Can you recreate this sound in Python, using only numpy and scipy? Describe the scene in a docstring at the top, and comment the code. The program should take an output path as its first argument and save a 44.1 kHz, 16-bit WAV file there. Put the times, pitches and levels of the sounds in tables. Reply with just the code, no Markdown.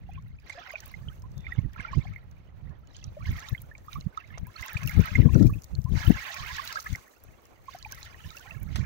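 """Lake shore, at the waterline: a hand-held microphone with two ports, close above heaps of shells.
Small waves wash over the shells; ringing sines make the bubbles that plink and gurgle in the gaps.
Foam crackles in short noise bursts and hisses in coloured noise as the water drains.
Gusts buffet each port on its own with lumpy low noise and hard puffs.
Behind lie a low patchy shore noise and one faint far chirp of narrow-band noise."""
import sys
import numpy as np
from scipy import signal
from scipy.fft import rfft, irfft, next_fast_len
from scipy.io import wavfile

SR = 44100
rng = np.random.default_rng(int(sys.argv[2]) if len(sys.argv) > 2 else 0)


def to_wav(s):
    """Save 16-bit WAV."""
    ch = np.atleast_2d(s).T  # columns
    pcm = np.round(np.clip(ch, -1, 1) * 32767)  # PCM
    wavfile.write(sys.argv[1], SR, pcm.astype(np.int16))


def how_loud(loudness_db):
    """Turn decibels into a plain amplitude multiplier (0 dB gives 1, 20 dB gives 10)."""
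    steps = np.asarray(loudness_db, float) / 20
    return 10 ** steps


N = 390285  # length in samples


# Colour of the wash at the waterline. Each row: frequency in Hz, relative density in dB per Hz.
WASH_COLOUR = [(290, -67.5), (500, -19), (632, -16.5), (764, -16), (1950, -1), (3200, -10.5), (6500, -7),
               (7700, -19), (9500, -24.5), (12500, -20.5), (15000, -20), (15750, 0.5), (16500, -61.5)]


def water():
    """Each wave gurgles, fizzes and sprays: bubbles among shells over a noisy sheet of water and foam."""
    gurgle_db, fizz_db, spray_db = wave_levels()
    # still water leaves only a smooth hiss: the bubbles fade faster than it does
    busy_db = 0.55 * np.minimum(gurgle_db + 60, 0)
    gurgle = swarm(gurgle_db + busy_db, low_hz=542, high_hz=3420, trim_db=4.0,
                   count=4500, cycles=18, spread_db=5, lean=0.8, size=1100)
    fizz = swarm(fizz_db + busy_db, low_hz=3137, high_hz=7170, trim_db=10.5,
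                 count=5000, cycles=20, spread_db=3.5, lean=1.3, size=400)
    bubbling = among_shells(gurgle + fizz + plinks())
    return bubbling + sheet(gurgle_db, fizz_db, spray_db, busy_db) + snaps(spray_db)


def sheet(gurgle_db, fizz_db, spray_db, busy_db):
    """Water running over the shells: patchy noise in three bands that follow gurgle, fizz and spray."""
    wash = hiss(WASH_COLOUR, alike=0.35, patchy_db=1.8)
    low = rms_one(band(wash, 500, 3000, order=1))
    middle = rms_one(band(wash, 2900, 7400, order=3))
    top = rms_one(band(wash, 7600, 18000, order=3))
    # in busy water the bubbles carry most of the gurgle
    under_db = gurgle_db - 10.5 - 0.3 * np.maximum(busy_db, -7)
    return how_loud(under_db) * low - how_loud(fizz_db - 9.5) * middle + how_loud(spray_db + 1.5) * top


# The waves. Each row: arrival in seconds, hold in seconds, then the nominal levels in dB of
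# gurgle, fizz and spray.
WAVES_ARRIVING = [(0.123, .04, -63, -81, -83.5), (0.479, .29, -54.5, -60.5, -79.5),
                  (0.817, .09, -59.5, -64.5, -71.5), (1.066, .02, -65, -74, -73.5),
                  (1.479, .08, -56.5, -68.5, -79), (1.79, .06, -50, -66, -80.5),
                  (1.918, .03, -57, -65.5, -78.5), (2.031, .07, -57, -70.5, -88),
                  (2.955, .03, -68, -59, -82), (3.258, .23, -56, -60.5, -68), (3.921, .03, -58, -64, -69.5),
                  (4.184, .02, -54, -75.5, -100), (4.348, .02, -59, -71.5, -82.5),
                  (4.579, .22, -50, -57, -63.5), (4.886, .28, -45, -56, -61.5),
                  (5.347, .04, -55, -58.5, -61), (5.98, .75, -44, -52, -58.5),
                  (6.861, .05, -53, -59, -61.5), (7.721, .02, -56, -58.5, -69.5),
                  (7.898, .17, -56, -62, -67), (8.224, .3, -56, -65.5, -66),
                  (8.757, .03, -50, -55.5, -68.5)]
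# in the order gurgle, fizz, spray: swell and ebb (dB per s), still water (dB)
SWELL_DB_PER_S, EBB_DB_PER_S, STILL_DB = (200, 220, 113.5), (125, 121.5, 114), (-70.5, -85.5, -85.5)
# the slow drain each wave leaves: start below the crest (dB), fading (dB per s)
DRAIN_DB, DRAIN_DB_PER_S = (-22, -16, -5.5), (11, 14.5, 18.5)


def wave_levels():
    """Level of gurgle, fizz and spray: every wave swells, holds, ebbs and drains over still water."""
    levels = []
    for k in range(3):
        swell = SWELL_DB_PER_S[k]
        gains = [how_loud(STILL_DB[k]) * peaked(0, 0, 0, 0)]
        for start, hold, *db in WAVES_ARRIVING:
            crest = peaked(start, hold, swell, EBB_DB_PER_S[k])
            drain = peaked(start, hold, swell, DRAIN_DB_PER_S[k])
            gains.append(how_loud(db[k]) * crest)
            gains.append(how_loud(db[k] + DRAIN_DB[k]) * drain)
        levels.append(summed_db(gains))
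    return levels


# Single bubbles close by. Each row: start in seconds, nominal level in dB, pitch in Hz,
# length in seconds (the ring is held to 5-35 ms).
CLEAR_BUBBLES = [(0.09, -37.5, 754, 0.013), (0.175, -47, 1050, 0.016), (0.386, -47, 2480, 0.0067),
                 (0.498, -33.5, 2100, 0.007), (0.548, -48, 532, 0.038), (0.573, -47.5, 1770, 0.021),
                 (0.574, -41, 682, 0.037), (0.614, -41.5, 1360, 0.01), (0.705, -29, 2055, 0.004),
                 (0.736, -31.5, 620, 0.011), (0.755, -26.5, 2400, 0.0065), (0.939, -36.5, 2040, 0.008),
                 (1.084, -35.5, 3080, 0.0056), (1.237, -49.5, 980, 0.025), (1.443, -51, 2300, 0.03),
                 (1.466, -28, 2110, 0.0041), (1.521, -25.5, 1920, 0.0069), (1.583, -45, 2160, 0.012),
                 (1.76, -37, 1360, 0.0088), (1.798, -28.5, 2200, 0.0042), (1.803, -29.5, 1600, .0072),
                 (1.848, -28, 1384, 0.01), (1.93, -31, 1060, 0.0092), (2.051, -38.5, 755, 0.011),
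                 (2.092, -50, 1850, 0.0061), (2.16, -34, 2090, 0.0048), (3.167, -34, 580, 0.017),
                 (3.204, -44.5, 1160, 0.023), (3.578, -44.5, 3220, .007), (3.254, -37, 2110, 0.0063),
                 (3.31, -39, 2180, .008), (3.385, -33.5, 1800, 0.0084), (3.447, -39, 1850, .008),
                 (3.455, -46, 2180, .009), (3.548, -28, 2046, 0.0036), (3.712, -43.5, 1745, 0.015),
                 (3.751, -38, 2280, 0.0043), (3.881, -35.5, 1206, 0.013), (3.955, -35.5, 1154, 0.0224),
                 (4.173, -24, 1244, 0.0091), (4.303, -42.5, 1736, 0.011), (4.467, -51, 964, 0.038),
                 (4.562, -38.5, 4260, 0.0077), (4.594, -35, 1730, .006), (4.625, -32.5, 2020, 0.013),
                 (4.658, -39.5, 1030, 0.013), (4.721, -36, 1740, 0.0079), (4.768, -24.5, 2420, 0.0045),
                 (4.83, -35, 2550, 0.007), (4.875, -28.5, 2740, 0.0032), (4.893, -31, 2080, 0.0062),
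                 (5.055, -27, 1270, .008), (5.082, -30.5, 1550, 0.015), (5.153, -16.5, 2067, 0.0082),
                 (5.286, -35, 1013, .012), (5.35, -26, 1430, 0.0064), (5.495, -38, 1150, 0.011),
                 (5.535, -45.5, 2525, 0.012), (5.86, -44, 997, 0.032), (6.066, -31.5, 3000, 0.0059),
                 (6.303, -35, 1880, .012), (6.43, -37, 1177, .02), (6.498, -39, 985, 0.054),
                 (6.582, -24, 1690, 0.0073), (6.592, -27, 1106, 0.01), (6.756, -20, 1310, 0.0068),
                 (6.769, -24.5, 1590, 0.0093), (6.786, -30, 1270, 0.0071), (6.861, -34.5, 1220, 0.014),
                 (6.859, -32, 1700, 0.021), (6.867, -27.5, 1990, 0.0045), (6.95, -26.5, 2030, 0.0045),
                 (7.681, -35.5, 1050, 0.013), (7.747, -31, 722, 0.011), (7.848, -31.5, 2420, 0.0019),
                 (7.856, -36, 846, 0.014), (7.926, -37, 1556, 0.012), (7.982, -41, 1940, 0.0097),
                 (8.143, -38.5, 1850, 0.0055), (8.371, -41, 2720, 0.0056), (8.455, -47, 774, 0.018),
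                 (8.473, -42.5, 1880, .008), (8.508, -32.5, 2620, 0.0032), (8.513, -51, 649, 0.026),
                 (8.757, -37.5, 1860, 0.012)]


def plinks():
    """Clear single bubbles; one that lives longer climbs further in pitch."""
    s, db, hz, length = np.transpose(CLEAR_BUBBLES)
    return bubbles(s, db, hz, np.clip(length, 0.005, 0.035), 5 * length, size=2000, lean_db=1.5)


def swarm(level_db, count, low_hz, high_hz, cycles, spread_db, lean, size, trim_db):
    """Random clumped bubbles, more and stronger in louder water; lean under 1 favours small, high ones."""
    draw = rng.random((count, 5))
    crowd = how_loud(0.6 * level_db)
    # spread the births evenly over the running share of crowding
    share = np.cumsum(crowd * how_loud(6.0 * drift(16)))
    s = np.interp((np.arange(count) + draw[:, 0]) / count, share / share[-1], np.arange(N) / SR)
    at = (s * SR).astype(int)
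    crowd_db = 10 * np.log10(crowd / np.mean(crowd))
    db = (level_db - crowd_db)[at] + trim_db - spread_db * np.log(draw[:, 1] + 0.17)
    hz = low_hz * (high_hz / low_hz) ** draw[:, 2] ** lean
    # bubbles born together are of a size
    hz = hz * 2 ** (0.2 * drift(9)[at])
    length = cycles * (0.3 + 1.6 * draw[:, 3] ** 2) / hz
    rise = 0.5 * draw[:, 4] - 0.18
    return bubbles(s, db + at_hz(WASH_COLOUR, hz), hz, length, rise, size, lean_db=7)


def bubbles(s, db, hz, length, rise, size, lean_db):
    """Each bubble rings as a dying sine that glides by its rise; each has its own bearing."""
    lag_spread_s = 0.00008
    bearing = rng.standard_normal((len(s), 2))
    out = np.zeros((2, N + 2 * size))
    at = (np.clip(s, 0, N / SR) * SR).astype(int)[:, None] + np.arange(size)
    for side in (0, 1):
        lag = lag_spread_s * np.maximum((1 - 2 * side) * bearing[:, :1], 0)
        t = np.maximum(np.arange(size) / SR - lag, 0)
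        life = t / length[:, None]
        phase = 2 * np.pi * hz[:, None] * t * (1 + rise[:, None] * life ** 2 / 3)
        swell = 1 - np.exp(-t * hz[:, None] / 2.6)
        fade = np.exp(-1.2 * life - life ** 4)
        gain = how_loud(db)[:, None] * 2 / (1 + how_loud((2 - 4.9 * side) * lean_db * bearing[:, 1:]))
        ring = gain * swell * fade * np.sin(phase)
        out[side] = np.bincount(at.ravel(), ring.ravel(), N + 2 * size)
    return out[:, :N]


def among_shells(x):
    """The hollow shells scatter each bubble into a short rough tail."""
    scatter_db, scatter_s = -9.5, 0.0049
    t = np.arange(2000) / SR
    tail = rng.standard_normal((2, len(t))) * np.exp(-t / scatter_s) * (t > 0.002)
    tail = how_loud(scatter_db) * tail / np.sqrt(np.sum(tail ** 2, axis=1, keepdims=True))
    return x + signal.fftconvolve(x, tail, axes=1)[:, :N]


# Thin films snapping close by, treble only. 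Each row: time in seconds, relative level in dB.
FILM_TICKS = [(0.7156, -41), (0.8044, -40.5), (0.8582, -34.5), (0.8775, -42), (0.915, -45), (3.492, -33.5),
              (3.618, -32), (4.469, -38), (4.6612, -33), (4.7312, -31.5), (4.8732, -23), (5.0567, -31),
              (6.0758, -34.5), (6.465, -38), (6.6753, -41.5), (7.237, -38), (7.9201, -30), (8.6302, -34)]
# Foam cells bursting close by. Each row: time in seconds, relative level in dB, pitch in Hz.
FOAM_POPS = [(0.8031, -31.5, 6600), (2.872, -46.5, 6950), (2.945, -49.5, 5420), (2.966, -32, 6900),
             (3.041, -28, 5830), (3.38, -45, 5000), (3.402, -33.5, 6300), (3.486, -30.5, 3720),
             (3.7798, -41, 7200), (3.93, -29.5, 3800), (4.0088, -36, 4130), (4.1736, -36, 3700),
             (4.381, -33.5, 6070), (4.682, -30, 6750), (4.832, -31, 6200), (4.8744, -32, 5730),
             (5.0046, -31.5, 6310), (5.1403, -43.5, 5530), (5.157, -31, 6800), (5.3446, -31.5, 5700),
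             (5.477, -39, 5500), (5.751, -33, 4250), (6.675, -23.5, 4030), (6.726, -24, 4900),
             (6.7997, -25.5, 5960), (7.826, -31.5, 4100), (7.922, -25.5, 6050), (8.0292, -28, 4040),
             (8.304, -32.5, 3820)]


def snaps(spray_db):
    """Foam films snap as noise clicks, in random clumps and close by; thinner films click higher."""
    draw = rng.random((3, N))
    # on average 45 a second before clumping
    struck = draw[0] < 45 * how_loud(8.0 * drift(9)) / SR
    clicks = struck * how_loud(spray_db + 37.5 - 4.4 * np.log(draw[1] + 0.037))
    thin = clicks * (draw[2] < 0.88) * how_loud(-12.0)
    middling = clicks * (draw[2] >= 0.9) * how_loud(-3.5)
    broad = np.zeros(N)
    s, db = np.transpose(FILM_TICKS)
    thin[(s * SR).astype(int)] = how_loud(db + 15.0)
    s, db, hz = np.transpose(FOAM_POPS)
    broad[(s * SR).astype(int)] = how_loud(db + 2.5)
    # each pop also rings at its pitch
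    out = bubbles(s, db - 7, hz, 16 / hz, 0 * s, size=400, lean_db=2)
    for train, low_hz, high_hz in ((broad, 3500, 8500), (middling, 4800, 17000), (thin, 10000, 17000)):
        # each snap is a few milliseconds of noise
        decay = signal.lfilter([1], [1, -0.988], train + 1e-18)
        burst = rng.standard_normal((2, N)) * decay
        coloured = band(shaped(burst, WASH_COLOUR), low_hz, high_hz, order=3)
        out = out + coloured * np.sqrt(2 * np.sum(train ** 2) / np.sum(coloured ** 2))
    return out


# Slaps of water on the shells. Each row: start in seconds, nominal level in dB, top in Hz.
SHELL_SLAPS = [(0.496, -41, 6270), (1.805, -48, 6500), (1.851, -52, 2870), (4.375, -33.5, 1820),
               (4.772, -37, 4600), (6.757, -44, 3270), (8.757, -29, 5600)]


def knock():
    """Water slaps a shell: a few milliseconds of broad dying noise."""
    t, out = np.arange(2000) / SR, np.zeros(N + 2000)
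    for s, db, top_hz in SHELL_SLAPS:
        slap = band(rng.standard_normal(len(t)) * np.exp(-t / 0.007), 300, top_hz)
        out[int(s * SR):int(s * SR) + len(t)] += how_loud(db) * slap
    return out[:N]


def wind():
    """Eddies press on each port: lumpy low noise whose centre moves up as it gets stronger."""
    out = []
    for port_db in wind_levels():
        lumps_db = 2.0 * drift(36.0) + 2.55 * drift(64)
        white = rng.standard_normal((3, N))
        deep = rms_one(band(band(white[0], 23.0, 105.0), 39.8, 126.4))
        body = rms_one(band(band(white[1], 65.6, 171.8), 85.0, 193))
        high = rms_one(band(band(white[2], 182, 300), 110, 616, order=3))
        strength_db = port_db + 20
        mix = how_loud(-1.5 - 0.25 * strength_db) * deep + body + how_loud(-10.5 + 1.15 * strength_db) * high
        out.append(how_loud(port_db + lumps_db - 4.0) * mix)
    return np.array(out)


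# Slow breeze, rising and falling at each port. Each row: time in seconds, nominal level in dB at
# the left port, then at the right.
SLOW_BREEZE = [(0.0, -51, -45.5), (0.25, -46, -52), (0.66, -72.5, -74), (1.0, -56, -45), (1.6, -54, -86),
               (2.3, -58.5, -51), (2.9, -59, -78), (3.7, -57.5, -51.5), (4.3, -72, -101), (5.0, -81, -67),
               (6.099, -67, -73), (6.701, -60.5, -68), (7.15, -102, -89.5), (7.626, -67.5, -70.5),
               (8.4, -78, -76), (8.85, -46, -47)]
# Gusts, most of them leaning on one port. Each row: peak in seconds, nominal level in dB,
# left minus right in dB, length in seconds.
WIND_GUSTS = [(1.083, -27, -15, 0.032), (1.276, -46, -19, 0.37), (1.384, -31.5, 32, 0.048),
              (1.481, -40.5, -5.5, 0.066), (1.59, -17, -40, 0.016), (1.656, -26, -28, 0.077),
              (1.796, -28, -35, 0.026), (1.913, -39.5, 28, 0.082), (1.978, -17, -23, 0.047),
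              (2.099, -34.5, 9, 0.1), (2.678, -36, -34, 0.19), (3.086, -39.5, -6, 0.12),
              (3.299, -28, -2, 0.1), (3.531, -22.5, 30, 0.019), (3.986, -32, -5.5, 0.056),
              (4.071, -34, -26, 0.04), (4.331, -38.5, -20, 0.078), (4.433, -33, 9, 0.076),
              (4.61, -37.5, -25, 0.028), (4.761, -28, 45, 0.034), (4.859, -22.5, 36, 0.066),
              (4.995, -12, 47, 0.06), (5.197, -11.5, 42, 0.068), (5.267, -11.5, 59, 0.079),
              (5.36, -9, 56, 0.046), (5.418, -11, 53, 0.13), (5.502, -22.5, -24, 0.061),
              (5.561, -23, 21, 0.048), (5.737, -28, -16, 0.033), (5.789, -23, 49, 0.036),
              (5.938, -17, 36, 0.075), (6.105, -10, 58, 0.053), (6.411, -36.5, -10, 0.056),
              (6.528, -46.5, 2, 0.13), (6.927, -28.5, 48, 0.055), (7.299, -55, 12, 0.11),
              (8, -51, 31, 0.46), (8.26, -42, -8.5, 0.09), (8.635, -30, -43, 0.13),
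              (8.786, -24.5, -57.5, 0.14)]
# a gust is this many dB down one length before and one length after its peak
GUST_RISE_DB, GUST_FALL_DB = 23, 26


def wind_levels():
    """Level at each port: the breeze plus every gust, weaker on the sheltered side."""
    levels = []
    for side, breeze_db in zip((1, -1), in_time(SLOW_BREEZE)):
        gains = [how_loud(breeze_db[::64])]
        for s, db, lean_db, length in WIND_GUSTS:
            shape = peaked(s, 0, GUST_RISE_DB / length, GUST_FALL_DB / length)
            gains.append(how_loud(db + min(side * lean_db, 0)) * shape)
        levels.append(summed_db(gains))
    return levels


# Single hard puffs. Each row: time in seconds (strongest about 12 ms later), nominal level in dB
# shared between the ports.
HARD_PUFFS = [(1.575, -18), (1.974, -19), (2.645, -29), (4.057, -17), (4.746, -20), (4.986, -12),
              (5.191, 0), (5.249, -2.5), (5.842, -17), (6.069, -4.5)]


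def puffs():
    """A hard eddy: a brief low pressure swing, mostly on the port that faces the wind."""
    s, db = np.transpose(HARD_PUFFS)
    left_db, right_db = wind_levels()
    lean = (left_db - right_db)[((s + 0.015) * SR).astype(int)]
    draw = rng.random((len(s), 2))
    t, out = np.arange(-900, 900) / SR, np.zeros((2, N + 2000))
    for start, level_db, lean_db, (pitch, turn) in zip(s, db, lean, draw):
        # 90-150 Hz under a bell-shaped envelope
        swing = np.exp(-(t / 0.0055) ** 2) * np.sin(2 * np.pi * ((90 + 60 * pitch) * t + turn))
        ports = how_loud(level_db - 10 * np.log10(1 + how_loud(-2 * lean_db * np.array([[1], [-1]]))))
        at = int((start - 0.008) * SR)
        out[:, at:at + len(t)] += ports * swing
    return out[:, :N]


# Colour of the shore behind. Each row: frequency in Hz, relative density in dB per Hz.
SHORE_COLOUR = [(120, -41.5), (200, 5), (446, 2.5), (610, 1.5), (1400, -11.5), (4000, -28), (8800, -49)]


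def shore():
    """Low patchy noise of the shore, nearly independent at the two ports."""
    # the shore is quieter until the listener is down at the waterline
    near_db = np.interp(np.arange(N) / SR, [0.42, 0.45], [-7.0, 0])
    return how_loud(-67.5 + near_db) * hiss(SHORE_COLOUR, alike=0.036, patchy_db=2.0)


# A faint far chirp. One row: start in seconds, end in seconds, pitch in Hz, nominal level in dB.
FAR_CHIRP = (1.35, 1.58, 3560, -68.5)


def chirp():
    """A thin, slightly rough high note: narrow-band noise with 22 ms ramps."""
    start, end, hz, db = FAR_CHIRP
    t = np.arange(N) / SR
    gate = np.clip(np.minimum(t - start, end - t) / 0.022, 0, 1)
    return how_loud(db) * gate * rms_one(band(rng.standard_normal(N), hz - 90, hz + 90))


def hiss(points, alike, patchy_db):
    """Coloured noise, part common to both ports, flickering in four ranges."""
    common, left, right = rng.standard_normal((3, N))
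    alike = np.clip(alike, 0, 1)
    white = np.sqrt(alike) * common + np.sqrt(1 - alike) * np.array([left, right])
    pair = rms_one(shaped(white, points))
    shared, edges = drift(14), [150, 1200, 3500, 8000, 18000]
    out = 0
    for k in range(4):
        flicker = how_loud(patchy_db * (shared + drift(60)))
        # neighbouring ranges have opposite sign so that they add where they meet
        out = out + (-1) ** k * band(pair, *edges[k:k + 2]) * flicker
    return out


def peaked(start, hold, rise_db_per_s, fall_db_per_s):
    """Gain of one event, every 64 samples: climb to the start, hold, fall; straight lines in dB."""
    t = np.arange(0, N, 64) / SR - start
    return how_loud(rise_db_per_s * np.minimum(t, 0) - fall_db_per_s * np.maximum(t - hold, 0))


def summed_db(gains):
    """Level in dB of events that sound together (powers add), at every sample."""
    db = 10 * np.log10(np.sum(np.square(gains), axis=0) + 1e-20)
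    return np.interp(np.arange(N), np.arange(0, N, 64), db)


def drift(rate_hz):
    """Slow chance: coarse noise through a double one-pole low-pass, scaled to unit rms."""
    # one value for every 40 samples; the first 2000 let the filter settle
    r = np.exp(-80 * np.pi * rate_hz / SR)
    slow = signal.lfilter([1], [1, -2 * r, r * r], rng.standard_normal(N // 40 + 2002))[2000:]
    return np.interp(np.arange(N) / 40, np.arange(len(slow)), rms_one(slow))


def shaped(x, points, behind=((0, 0), (1, 0))):
    """Colour a signal by a spectrum and turn its phase back."""
    size = next_fast_len(N)
    hz = np.arange(size // 2 + 1) * SR / size + 1
    turn = np.exp(-1j * np.interp(hz, *np.transpose(behind)))
    return irfft(rfft(x, size) * how_loud(at_hz(points, hz)) * turn, size)[..., :N]


def band(x, low_hz, high_hz, order=2):
    """Butterworth band-pass."""
    return signal.sosfilt(signal.butter(order, [low_hz, high_hz], "band", fs=SR, output="sos"), x)


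def at_hz(points, hz):
    """Read a spectrum on a log-frequency axis."""
    point_hz, db = np.array(points)[:, 0], np.array(points)[:, 1]
    return np.interp(np.log(hz), np.log(point_hz), db)


def in_time(rows):
    """Table columns as signals."""
    s, *columns = np.transpose(rows)
    return [np.interp(np.arange(N) / SR, s, c) for c in columns]


def rms_one(x):
    """Scale to unit rms."""
    return x / np.sqrt(np.mean(x ** 2) + 1e-20)


# The ports hear the water unequally. Each row: frequency in Hz, left minus right in dB.
PORT_BALANCE = [(300, -1), (700, -0.5), (1300, -11), (1750, -6), (2070, -8.5), (2500, -12), (4400, -6),
                (8100, 4.5), (15000, -8)]
# The right port lags by about half a millisecond, most through its 2 kHz resonance; the lows run
# ahead. Each row: frequency in Hz, radians behind the left (negative is ahead).
RIGHT_PHASE = [(0, -3.5), (600, -0.94), (2070, 6.5), (16200, 49.5)]


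def through_ports(air):
    """Each port colours the airborne sound by half the balance; the right one also turns its phase."""
    left = shaped(air[0], [(hz, db / 2) for hz, db in PORT_BALANCE])
    right = shaped(air[1], [(hz, -db / 2) for hz, db in PORT_BALANCE], RIGHT_PHASE)
    return np.array([left, right])


def scene():
    """Airborne sound is coloured by the two ports; wind acts on them directly."""
    air = water() + knock() + shore() + chirp()
    return through_ports(air) + wind() + puffs()


def roll_off(x):
    """The treble ends steeply here."""
    return signal.sosfilt(signal.butter(12, 16640, fs=SR, output="sos"), x)


def record(dry):
    """The microphone's peaks are rounded and the top is cut."""
    rounded = 1.01 * np.tanh(dry / 0.71)
    # 60 dB down from 16.3 kHz
    mix = signal.sosfilt(signal.cheby2(12, 60, 16300, fs=SR, output="sos"), rounded)
    return roll_off(mix)


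dry = scene()
out = record(dry)
to_wav(out)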